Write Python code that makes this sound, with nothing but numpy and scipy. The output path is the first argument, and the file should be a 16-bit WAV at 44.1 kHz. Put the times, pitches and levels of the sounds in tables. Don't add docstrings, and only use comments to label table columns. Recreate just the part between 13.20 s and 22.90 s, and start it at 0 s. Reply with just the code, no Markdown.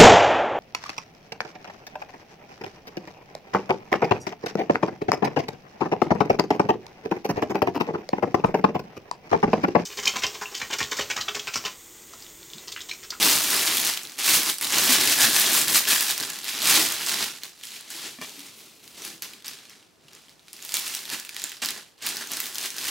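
import sys
import numpy as np
from scipy import signal
from scipy.fft import rfft, irfft
from scipy.io import wavfile

SR = 44100
rng = np.random.default_rng(int(sys.argv[2]) if len(sys.argv) > 2 else 0)


def materialize(psi):
    bounded = np.clip(np.atleast_2d(psi).T, -1, 1)
    quanta = np.round(bounded * 32767).astype(np.int16)
    wavfile.write(sys.argv[1], SR, quanta)


def invert_db(x):
    u = np.asarray(x, float) / 20
    return 10 ** u


N = 427769


def rms_one(x):
    return x / np.sqrt(np.mean(x ** 2) + 1e-20)


def in_time(rows):
    s, *columns = np.transpose(rows)
    return [np.interp(np.arange(N) / SR, s, column) for column in columns]


def at_hz(points, hz):
    point_hz, value = np.transpose(points)
    return np.interp(np.log(hz), np.log(point_hz), value)


def coloured(x, spectrum, remove=1, size=4096):
    bin_hz = np.arange(1, size // 2 + 2) * SR / size
    wanted = invert_db(at_hz(spectrum, bin_hz)) / remove
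    cepstrum = irfft(np.log(wanted))
    cepstrum[1:size // 2] *= 2
    cepstrum[size // 2 + 1:] = 0
    response = irfft(np.exp(rfft(cepstrum)))[:size]
    return signal.oaconvolve(x, response)[:N]


def band(x, low_hz, high_hz):
    return signal.sosfilt(signal.butter(2, [low_hz, high_hz], "band", fs=SR, output="sos"), x)


def split(x, edges_hz):
    lows = []
    for hz in edges_hz:
        order = 4 if hz < 3000 else 1
        lows.append(signal.sosfiltfilt(signal.butter(order, hz, fs=SR, output="sos"), x))
    return [upper - lower for lower, upper in zip([0, *lows], [*lows, x])]


def drift(rate):
    r = np.exp(-80 * np.pi * rate / SR)
    slow = signal.lfilter([1], [1, -2 * r, r * r], rng.standard_normal(N // 40 + 2002))[2000:]
    return np.interp(np.arange(N) / 40, np.arange(len(slow)), rms_one(slow))


def pair(alike, size):
    mid, side = rng.standard_normal((2, size))
    alike = np.clip(alike, 0, 1)
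    return np.sqrt(1 + alike) * mid + np.sqrt(1 - alike) * side * [[1], [-1]]


# pitch in Hz, level in dB rms.
MOTOR_HUM = [(58.7, -86), (59.46, -87)]
# pitch in Hz, density in dB per Hz.
HISS_COLOUR = [(30, -23), (70, -4.5), (150, 5), (380, 5), (550, 1.5), (4000, -12), (9000, -20),
               (16000, -20)]
HISS_DB, HISS_ALIKE, HUM_LOUDEST_S = -61.5, 0.36, 7.22


def background():
    t = np.arange(N) / SR - HUM_LOUDEST_S
    hum = sum(np.sqrt(2) * invert_db(db) * np.sin(2 * np.pi * hz * t) for hz, db in MOTOR_HUM)
    hiss = np.array([coloured(side, HISS_COLOUR) for side in pair(HISS_ALIKE, size=N)])
    return invert_db(HISS_DB) * rms_one(hiss) + hum


# hardest grip in seconds, crackle in dB,
# seconds to rise 20 dB, seconds to fall 20 dB (signs ignored), flap of the sheet over crackle in dB.
OPENING = [(0.085, -21, 0.588, 0.42, -14.5), (0.125, -27, -0.15, 0.03, -14.0),
           (0.335, -23.5, 0.15, 0.5, -14), (0.464, -23, 0, 0.1, -21), (0.686, -24.5, 0.5, 0.11, -19.5),
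           (0.988, -27.0, -0.01, 0.32, -21), (1.082, -19.0, 0.0742, 0.17, -22),
           (1.143, -20, 0.06, 0.14, -16.0), (1.302, -27.5, 0.19, 0.04, -14.5),
           (1.412, -29.5, 0, 0.6, -14.5), (1.544, -20.5, -0.06, 0.4, -15.0),
           (1.708, -18.5, 0.1, 0.27, -16.5), (1.924, -20, 0.31, 0.07, -18.5), (2.008, -23, 0.06, 0.1, -16),
           (2.03, -18.5, 0.09, 0.18, -15.5), (2.056, -22, 0.17, 0, -17.0), (2.162, -23, 0.12, 0.45, -25.5),
           (2.364, -22.0, 0.54, 0.18, -15.0), (2.571, -19, 0.16, 0.07, -17.5), (2.672, -23, 0, 0.18, -20.5),
           (2.725, -21.5, 0.12, 0.22, -20), (2.9, -23.5, 0.15, 0.07, -22), (3.015, -32, 0.1, 0.24, -14),
           (3.17, -41, 2, 0.08, -21), (3.287, -30, 0.1, 0.42, -30), (3.505, -20, 0.12, 0.2736, -23),
           (3.56, -18.5, 0.19, 0.1762, -14), (3.943, -26, 0.16, 0.03, -25.5),
           (4.026, -28.0, 0.9, 0.1753, -16.5)]
LAYING_ASIDE = [(4.234, -43, 0.003, 0.18, -18.5), (4.433, -37.5, 0.0075, 0.11, -33),
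                (4.557, -39, 0.22, 0.13, -21), (4.705, -38, 0.012, 0.4, -23),
                (4.864, -35.5, 0.36, 0.14, -14), (5.016, -38.5, 0.019, 0.27, -12),
                (5.203, -44, 0.14, 0.35, -11), (5.275, -46, 0.18, 0.045, -20),
                (5.416, -50, 0.247, 0.46, -9.5), (5.632, -54, 0.012, 0.46, -5),
                (5.778, -44.5, 0.005, 0.24, -5), (5.874, -37, 0.19, 0.13, -12.5),
                (6.022, -39.5, 0.003, 0.23, -12.5), (6.246, -41.0, 0.003, 0.37, -16),
                (6.532, -51.5, 0.14, 0.19, -12), (6.952, -51.5, 0.22, 0.41, -12),
                (7.083, -61, 0.012, 0.17, -6), (7.282, -55, 0.012, 0.082, -16)]
TAKING_UP = [(7.331, -52.5, 0.003, 0.55, -16), (7.44, -50, 0.046, 0.083, -11),
             (7.541, -28.5, 0.0033, 0.092, -19), (7.596, -34.5, 0.26, 0.72, -19.5),
             (7.667, -34, 0.04, 0.093, -29), (7.768, -37.5, 0.18, 0.063, -28),
             (7.939, -29.5, 0.071, 0.074, -12.5), (8.249, -38.5, 0.39, 0.29, -23),
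             (8.421, -25, 0.005, 0.15, -17.5), (8.582, -42, 0.17, 0.08, -11.5),
             (8.823, -34.5, 0.0071, 0.19, -18), (8.853, -40, 0.051, 0.95, -10.5),
             (8.864, -29.5, 0.047, 0.2, -34), (9.013, -32.5, 0.027, 0.075, -14.0),
             (9.116, -34, 0.05, 0.37, -14.5), (9.268, -40, 0.071, 0.084, -22),
             (9.457, -31, 0.16, 0.054, -18.5), (9.69, -28.5, 0.24, 0.04, -19)]
SWARM_DB, SWARM_FALL_S, SWARM_FLAP_DB = -26, 0.06, -22


def handling():
    t = np.arange(0, N, 32) / SR
    crackle_power, flap_power = 1e-12, 1e-12
    swarms = [(s, db + SWARM_DB, 0, SWARM_FALL_S, SWARM_FLAP_DB) for s, db, hz, decay_ms in large_creases()]
    for s, db, rise_s, fall_s, flap_db in [*OPENING, *LAYING_ASIDE, *TAKING_UP, *swarms]:
        before = (s - t) / max(abs(rise_s), .002)
        after = (t - s) / max(abs(fall_s), .01)
        power = invert_db(2 * db - 40 * np.where(t < s, before, after))
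        crackle_power = crackle_power + power
        flap_power = flap_power + power * invert_db(2 * flap_db)
    return [np.interp(np.arange(N) / SR, t, 10 * np.log10(p)) for p in (crackle_power, flap_power)]


def buckle(noise, hz, width_hz, rise_s, decay_s, ring_share):
    t = np.arange(1, len(noise) + 1) / SR
    rise = np.minimum(t / max(rise_s, 1e-5), 1) ** 2
    fall = np.exp(-np.maximum(t - rise_s, 0) / max(decay_s, 5e-5))
    tick = noise * rise * fall
    r = np.exp(-np.pi * width_hz / SR)
    rung = signal.lfilter([1, 0, -1], [1, -2 * r * np.cos(2 * np.pi * hz / SR), r * r], tick)
    both = ring_share * rms_one(rung) + rms_one(tick)
    return both / np.abs(both).max()


def needles(crackle_db, top_db, dense_db):
    mean_per_s = 20 * invert_db(4.0 * drift(12) - 1.5 * dense_db + .4 * (crackle_db + 30))
    born = rng.random(N) < mean_per_s / SR
    sizes = invert_db(19 + 4.8 * rng.standard_normal(N)) * rng.choice([-1, 1], N)
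    return band(born * sizes * invert_db(crackle_db + 0.24 * top_db), 5000, 17000)


# pitch in Hz, density in dB per Hz.
FILM_COLOUR = [(35, -33), (60, -27), (110, -8.5), (260, -0.5), (400, 1), (490, -4), (620, -2.5), (1000, 2),
               (2000, 2.5), (4000, 3.5), (8000, 0), (12000, -2.5), (16000, -6)]
# time in seconds, extra density in dB, size spread in dB.
GRAIN = [(0, 2.5, 2), (4.2, 2.5, 2.5), (4.45, 15, 2.5), (5.95, 15, 0), (6.05, 11, -2.5), (7.3, 11.5, -0.5),
         (7.6, 6, 1), (9.7, 5, 2)]


def crackle(crackle_db, top_db, flap_db, middle_db, count=20):
    dense_db, spread_db = in_time(GRAIN)
    mean_per_s = 2200 * invert_db(.4 * (crackle_db + 30.0) + dense_db)
    clumps = invert_db(1.2 * drift(30) + 1.6 * drift(160))
    born = rng.random(N) < mean_per_s * clumps / SR
    sizes = invert_db(spread_db * (np.minimum(rng.exponential(1, N), 4.5) - 1.17)) * rng.choice([-1, 1], N)

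    patch = rng.integers(0, count, N)
    noise = rng.standard_normal((count, 256))
    patch_hz = np.geomspace(1800, 13000, count)
    shapes = [rms_one(buckle(n, hz, 0.3 * hz, .0001, 0.0004, 0.9)) for n, hz in zip(noise, patch_hz)]
    ticks = sum(signal.oaconvolve(sizes * born * (patch == k), shape)[:N] for k, shape in enumerate(shapes))
    own_colour = np.sqrt(np.mean(np.abs(rfft(shapes, 4096)) ** 2, axis=0))
    sheet = coloured(ticks / np.sqrt(mean_per_s), FILM_COLOUR, remove=own_colour)
    low, middle, main, top = map(rms_one, split(sheet, [600, 2000, 9000]))

    air = coloured(rng.standard_normal(N), FILM_COLOUR) * invert_db(3.5 * drift(9))
    flap = rms_one(rms_one(split(air, [600])[0]) + 0.82 * low)
    body = invert_db(flap_db) * (flap + invert_db(middle_db) * middle)
    bright = invert_db(crackle_db - 2.0) * (main + invert_db(top_db + 0.5) * top)
    return bright + body + needles(crackle_db, top_db, dense_db)


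SHAKING_ENDS_S = 4.1
CREASE_OVER_DB, CREASE_SPREAD_DB = 11.5, 2


def lesser_creases(crackle_db, count=45):
    when, size, pitch = rng.random((count, 3)).T
    s = when * SHAKING_ENDS_S
    around_db = (crackle_db - 0.45 * in_time(GRAIN)[0])[(s * SR).astype(int)]
    db = around_db + CREASE_OVER_DB - CREASE_SPREAD_DB * np.log(size + 0.044)
    return list(zip(s, db, 2300 * 4.0 ** pitch, 1 - pitch / 2))


# sharpest tick in seconds, strength in dB, ring in Hz, decay
# in ms.
SNAPS = [(0.0276, -0.5, 3790, 0.93), (0.1252, -5.5, 3880, 1.1), (0.2385, -8, 6290, 0.45),
         (0.3055, -7.0, 8440, 0.35), (0.4572, -8, 7110, 0.8), (0.5481, -11, 7540, 0.85),
         (0.5704, -7.0, 11710, 0.59), (0.5809, -9, 3230, 0.82), (0.5997, -4, 12880, 0.61),
         (0.6732, -6, 10590, 0.67), (0.7374, -11.5, 3270, 0.78), (0.7735, -9.5, 3190, 1.53),
         (0.8334, -19, 9260, 0.49), (0.8517, -19.0, 3920, 0.8), (0.8717, -21.5, 5040, 0.7),
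         (0.896, -22.0, 4780, 0.93), (0.9194, -25.5, 7920, 1.17), (1.1339, -2.0, 4570, 0.66),
         (1.2322, -8.5, 10420, 0.85), (1.2975, -7.5, 3140, 0.63), (1.3081, -14, 9130, 0.7),
         (1.3412, -16, 7540, 0.8), (1.3837, -12.5, 8910, 1.5), (1.4116, -10, 9990, 0.96),
         (1.4247, -11, 10080, 1.59), (1.4458, -8, 4180, 1.2), (1.4705, -11, 3880, 1.34),
         (1.4975, -15, 3880, 1.6), (1.5055, -15, 8830, 1.6), (1.5425, -13, 4820, 1.59),
         (1.5833, -0.5, 7240, 1.45), (1.6395, -5, 8740, 0.45), (1.8113, -3.5, 4740, 0.68),
         (1.8741, -2, 3450, 1.39),
         (2.007, -4.5, 9040, 1.11), (2.131, -7.5, 5340, 1.42), (2.1646, -7, 1940, 0.49),
                  (2.1982, -3.5, 11840, 1.08), (2.3322, -2, 10470, 0.67), (2.4142, -4, 6930, 1.2),
                  (2.4811, -5, 7490, 0.78), (2.653, -10.5, 2840, 1), (2.6876, -4, 8830, 0.54),
                  (2.8078, -1, 11930, 0.76), (2.909, -6.5, 7490, 0.55), (2.9783, -8, 5210, 0.82),
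                  (3, -10, 3700, 1.1), (3.0059, -11.5, 6590, 1.5), (3.027, -10.5, 5210, 1.23),
                  (3.0986, -18, 5340, 1.6), (3.102, -13, 7400, 1), (3.133, -18.5, 7360, 0.94),
                  (3.1584, -19, 4090, 1.6), (3.1661, -24, 3660, 1.16), (3.188, -17, 3880, 1.2),
                  (3.233, -20.5, 3750, 1.41), (3.2436, -14, 3400, 0.46), (3.419, -10, 4650, 1.3),
                  (3.4261, -10.0, 12530, 0.62), (3.4556, -6.5, 4740, 1.09), (3.473, -2, 6680, 0.69),
                  (3.6868, -12, 6160, 0.71), (3.7025, -13, 3620, 1.2), (3.7219, -7.5, 6680, 1.1),
                  (3.8635, -10, 4970, 1.6), (3.8933, -8, 4480, 1.7), (4.0251, -11.5, 4010, 1.21),
                  (4.0424, -12.0, 3620, 1.07),
         (4.1725, -26.5, 2890, 1.6), (4.219, -29.5, 2540, 1.6), (4.227, -29.5, 2070, 0.89),
               (4.2342, -14, 4200, 0.75), (4.2397, -25.5, 4780, 0.82), (4.2528, -23, 3100, 0.76),
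               (4.4113, -29, 3920, 1.6), (4.4355, -22.5, 3490, 1.08), (4.4531, -22.0, 8700, 1.4),
               (4.4703, -23.5, 4610, 1.25), (4.5184, -24.0, 4050, 1.4), (4.6091, -23.5, 8660, 1.5),
               (4.7037, -20, 9650, 1.1), (5.015, -23, 4570, 1.12), (5.0942, -23.5, 3920, 1),
               (5.1933, -24.5, 5990, 1.21), (5.2046, -25, 5680, 0.73), (5.6408, -33.5, 5120, 1.35),
               (5.6774, -27, 4390, 0.91), (5.8203, -21.0, 5560, 1.6), (5.8501, -17.5, 9730, 1.5),
               (5.979, -34, 4950, 1.25), (6.0219, -12, 6460, 0.69), (6.0289, -20.0, 5990, 0.91),
               (6.1347, -24.0, 2890, 1.3), (6.2036, -37.5, 3360, 1.38), (6.2232, -34, 3570, 1.54),
               (6.2449, -25, 4480, 1.3), (6.2596, -23, 6760, 1.6), (6.2673, -20, 4780, 1.6),
               (6.2807, -13.5, 5250, 0.69), (6.3337, -26, 5040, 1.6), (6.388, -31.0, 3880, 1.6),
               (6.4362, -37, 4910, 1.37), (6.453, -32, 2970, 1.07), (6.4966, -30, 5080, 1.08),
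               (6.5048, -33, 2070, 1.47), (6.531, -34.0, 2070, 1.6), (6.6272, -39, 2500, 1.14),
               (6.883, -33.0, 2840, 1.8), (6.9326, -31.0, 5300, 1.04), (6.95, -29.5, 6290, 1.4),
               (7.0832, -35, 3060, 1.44), (7.0941, -32.5, 4740, 1.05), (7.1943, -37.5, 3450, 1.45),
               (7.2822, -29, 2890, 1.5), (7.3307, -20, 8910, 1.38), (7.3659, -28.0, 5080, 1.01),
               (7.3806, -33, 3270, 0.78), (7.3909, -30.5, 2450, 1.07),
         (7.4029, -31.0, 4090, 1.21), (7.4195, -28, 2890, 1.02), (7.4247, -22.0, 6980, 1.34),
                 (7.4497, -17.5, 12620, 1.0), (7.4919, -18, 4650, 1.7), (7.5206, -15, 4780, 1.42),
                 (7.5411, -3, 7450, 0.92), (7.5524, -10, 6330, 1.1), (7.5688, -7.0, 3700, 1),
                 (7.5926, -13, 10030, 0.44), (7.6782, -15, 6980, 1.17), (7.7392, -17.5, 2760, 1.15),
                 (7.7495, -9, 5510, 1.2), (7.8536, -18, 3570, 1.5), (7.8933, -20, 4050, 1.36),
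                 (7.9006, -13.5, 4650, 1.35), (7.9346, -14.5, 3360, 0.67), (7.998, -16, 5170, 1.54),
                 (8.0495, -20.5, 2890, 1.21), (8.0919, -16.5, 2500, 0.95), (8.145, -23, 6630, 0.8),
                 (8.165, -13, 3140, 1.51), (8.197, -19, 5430, 1.6), (8.2184, -16.5, 3570, 1.6),
                 (8.2397, -7.5, 7060, 1.6), (8.2944, -20.5, 6850, 0.89), (8.3178, -18, 2630, 1.4),
                 (8.3686, -26, 4690, 1.6), (8.4195, -17, 3700, 0.77), (8.448, -9, 4950, 0.98),
                 (8.4588, -8, 5170, 1.4), (8.4873, -8.0, 3880, 1.6), (8.5059, -12, 11500, 0.72),
                 (8.5756, -24, 4480, 1.46), (8.6274, -33, 4570, 1.6),
         (8.7798, -40.5, 4010, 1.6), (8.8647, -7.5, 11630, 0.83), (8.8703, -11, 4740, 1.06),
                   (8.8893, -11, 6370, 0.78), (8.9587, -20, 8100, 0.5), (8.969, -11.5, 5040, 1.6),
                   (9.0726, -20, 6500, 1.6), (9.117, -13.0, 11150, 1.6), (9.1348, -12, 6590, 1.6),
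                   (9.17, -11, 10420, 0.7), (9.2025, -6.5, 12700, 0.74), (9.24, -18.0, 3320, 1.3),
                   (9.257, -15, 3620, 0.86), (9.2678, -19, 4950, 0.69), (9.3461, -18, 6630, 1.1),
                   (9.3558, -13, 6070, 0.94), (9.3827, -9.5, 5250, 1.55), (9.4118, -16.5, 5680, 0.91),
                   (9.4282, -17.5, 7020, 0.79), (9.4374, -17.5, 5380, 1), (9.4596, -13.0, 3140, 1.4),
                   (9.5037, -15.5, 6590, 1.6), (9.5657, -20, 6760, 0.45), (9.5827, -12.5, 4440, 1.7),
                   (9.5885, -18, 3450, 0.52), (9.6126, -16.5, 4520, 1.09), (9.642, -15.0, 5040, 1.14),
                   (9.6526, -17.5, 7320, 0.67), (9.6696, -16, 2710, 0.58), (9.6831, -11, 11150, 1.14)]


def large_creases():
    return SNAPS


CREASE_LEAD_S, CREASE_RING, CREASE_DB = .0004, .8, -18.8
CREASE_TOP_HZ, CREASE_DULLING = 15000, .4


def snaps(crackle_db):
    size = 441
    out = np.zeros(N + size)
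    creases = [*large_creases(), *lesser_creases(crackle_db)]
    noise, spread = rng.standard_normal((len(creases), size)), rng.random(len(creases))
    thin = signal.butter(2, 1700, "high", fs=SR, output="sos")
    for (s, db, hz, decay_ms), n, u in zip(creases, noise, spread):
        rise_s = (.2 + .4 * u) * decay_ms / 1000
        shape = buckle(n, hz, 500 + .12 * hz, rise_s, decay_ms / 1500, CREASE_RING)
        spike = np.clip(hz / 5000, .8, 1.5) / max(decay_ms, .5)
        shape[round(rise_s * SR):][:2] += np.array([1, -1]) * spike
        top_hz = max(CREASE_TOP_HZ * invert_db(CREASE_DULLING * (db + 20)), 1.5 * hz)
        dull = np.exp(-2 * np.pi * top_hz / SR)
        shape = signal.lfilter([1], [1, -2 * dull, dull ** 2], shape)
        shape = signal.sosfilt(thin, shape)
        start = max(round((s + CREASE_LEAD_S - rise_s) * SR), 0)
        out[start:][:size] += invert_db(db + CREASE_DB) * rms_one(shape)
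    return out[:N]


# time in seconds, gain in dB.
POUCH_GAIN = [(0, -1), (.3, 0.5), (1.5, 0), (1.95, 2.5), (2.05, 4.5), (2.35, 2), (2.5, -0.5), (2.72, 4),
              (2.9, 1.5), (3.1, 4), (3.4, 0.7), (4.9, 2), (5.1, 0), (5.45, -4), (5.75, -3), (6.0, 2.5),
              (7.5, -2), (7.95, 4), (8.3, 3.5), (8.9, 0.5), (9.01, 6.5), (9.1, 1.5), (9.7, 3.5)]


def pouch(bag):
    return (invert_db(in_time(POUCH_GAIN)[0]) - 1) * band(bag, 1400, 2030)


# start in seconds, peak in dB, pitch in Hz, swell in seconds.
BUMPS = [(0.076, -26, 270, 0.0053), (0.584, -31.5, 260, 0.0054), (1.088, -28, 373, 0.0054),
         (1.56, -29, 320, 0.0054), (1.689, -19, 258, 0.0094), (3.578, -23, 315, 0.0056),
         (4.75, -40, 344, .006), (4.987, -33.5, 250, .006), (5.014, -37, 240, .004),
         (5.175, -38.5, 280, 0.019), (6.846, -48, 148, .008), (7.927, -33, 287, 0.0054),
         (8.857, -48, 304, 0.0046)]


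def bumps():
    size = 8192
    out, t = np.zeros(N + size), np.arange(size) / SR
    for s, db, hz, swell_s in BUMPS:
        swell = t / swell_s * np.exp(1 - t / swell_s)
        out[round(s * SR):][:size] += invert_db(db - 6.0) * swell * np.sin(2 * np.pi * hz * t)
    return out[:N]


# start in seconds, level in dB, top edge of the contact in Hz.
KNOCKS = [
    (4.987, -40, 2000),
    (5.0142, -38, 6000),
    (5.021, -37, 6000),
    (5.0259, -39, 6000),
    (5.032, -42, 6000),
    (5.046, -43, 6000),
]
# pitch in Hz, level in dB, seconds to fall 60 dB.
DESK_MODES = [(700, -3, 0.012), (1150, 3.5, 0.016), (1820, 5, 0.018), (2340, 1.5, 0.054), (2800, 0, .02),
              (3290, 0, 0.054), (4650, -1.5, .012)]


def knocks():
    size = 8192
    t, out = np.arange(size) / SR, np.zeros(N + size)
    for s, db, top_hz in KNOCKS:
        for hz, level_db, t60 in DESK_MODES:
            softness_db = 20 * np.log10(1 + (hz / top_hz) ** 2)
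            struck_db = db + level_db - softness_db + 2 * rng.standard_normal()
            ring_db = struck_db - 60 * t / np.clip(t60, .008, .12)
            out[round(s * SR):][:size] += invert_db(ring_db) * np.sin(2 * np.pi * hz * t)
    return out[:N]


# pitch in Hz, seconds to fall 60 dB.
ROOM_T60 = [(200, 0.3), (1000, 0.13), (4000, 0.25), (14000, 0.31)]
# pitch in Hz, likeness of left and right (1 = same).
ROOM_ALIKE = [(100, 1), (1000, 0.2), (5000, 0.13), (14000, 0.3)]
ROOM_DB = -7


def echoes(size=11000):
    t, out = np.arange(size) / SR, 0
    edges = 45 * 2.0 ** np.arange(9)
    for low, high in zip(edges, [*edges[1:], 20000]):
        hz = np.sqrt(low * high)
        noise = band(pair(at_hz(ROOM_ALIKE, hz), size=size), low, high)
        out = out + noise * invert_db(-60 * t / at_hz(ROOM_T60, hz))
    out = out * np.clip((t - .0015) / 0.00052, 0, 1)
    return out / np.sqrt(np.sum(out ** 2) / 2)


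def bedroom(x, count=6):
    share = np.array([invert_db(8.0 * drift(14.0)) for place in range(count)])
    share = share / np.sqrt(np.sum(share ** 2, axis=0))
    return sum(signal.oaconvolve((x * s)[None], echoes(), axes=1)[:, :N] for s in share)


# time in seconds, top edge over crackle in dB.
FACING = [(0, -3), (.25, -0.5), (.6, -3), (.9, -5.5), (1.35, -1.5), (1.7, -7.5), (2.4, -1), (2.6, -2.5),
          (3.2, -8), (3.7, -6), (4.1, -10), (4.8, -8.5), (5.7, -1), (6.5, -20), (7.5, -2.5), (8.05, -8.5),
          (8.4, -19), (9.25, -5), (9.7, -6)]
# time in seconds, left over right in dB.
LEAN = [(0.0, 0.5), (1.0, -0.5), (2.29, 0.0), (4.35, -1.5), (4.75, 0.5), (8.35, -1.5), (9.7, -0.5)]
TOP_PER_DB, TOP_FLICKER_DB = 0.1247, 2
MIDDLE_CRACKLE_SHARE, MIDDLE_DB = 0.62, -3.5
CLOTH_HOLLOW = 0.31


def scene():
    crackle_db, flap_db = handling()
    top_db = in_time(FACING)[0] + TOP_PER_DB * (crackle_db + 31.5) + TOP_FLICKER_DB * drift(9.5)
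    middle_db = MIDDLE_DB + MIDDLE_CRACKLE_SHARE * (crackle_db - flap_db)
    middle_db = middle_db - CLOTH_HOLLOW * in_time(GRAIN)[0]
    film = crackle(crackle_db, top_db, flap_db, middle_db) + snaps(crackle_db)
    bag = film + pouch(film) + bumps() + knocks()
    lean_db, = in_time(LEAN)
    sides = invert_db(lean_db / 2 * [[1], [-1]])
    return (bag + invert_db(ROOM_DB) * bedroom(bag)) * sides + background()


def band_limit(x):
    return signal.sosfilt(signal.butter(12, 17060, fs=SR, output="sos"), x)


def record(dry):
    rounded = 1.3 * np.tanh(dry / 1.3)
    cut = signal.sosfilt(signal.ellip(12, .3, 60, 15820, fs=SR, output="sos"), rounded)
    cut = signal.sosfilt(signal.butter(3, 46, "high", fs=SR, output="sos"), cut)
    return band_limit(cut)


dry = scene()
out = record(dry)
materialize(out)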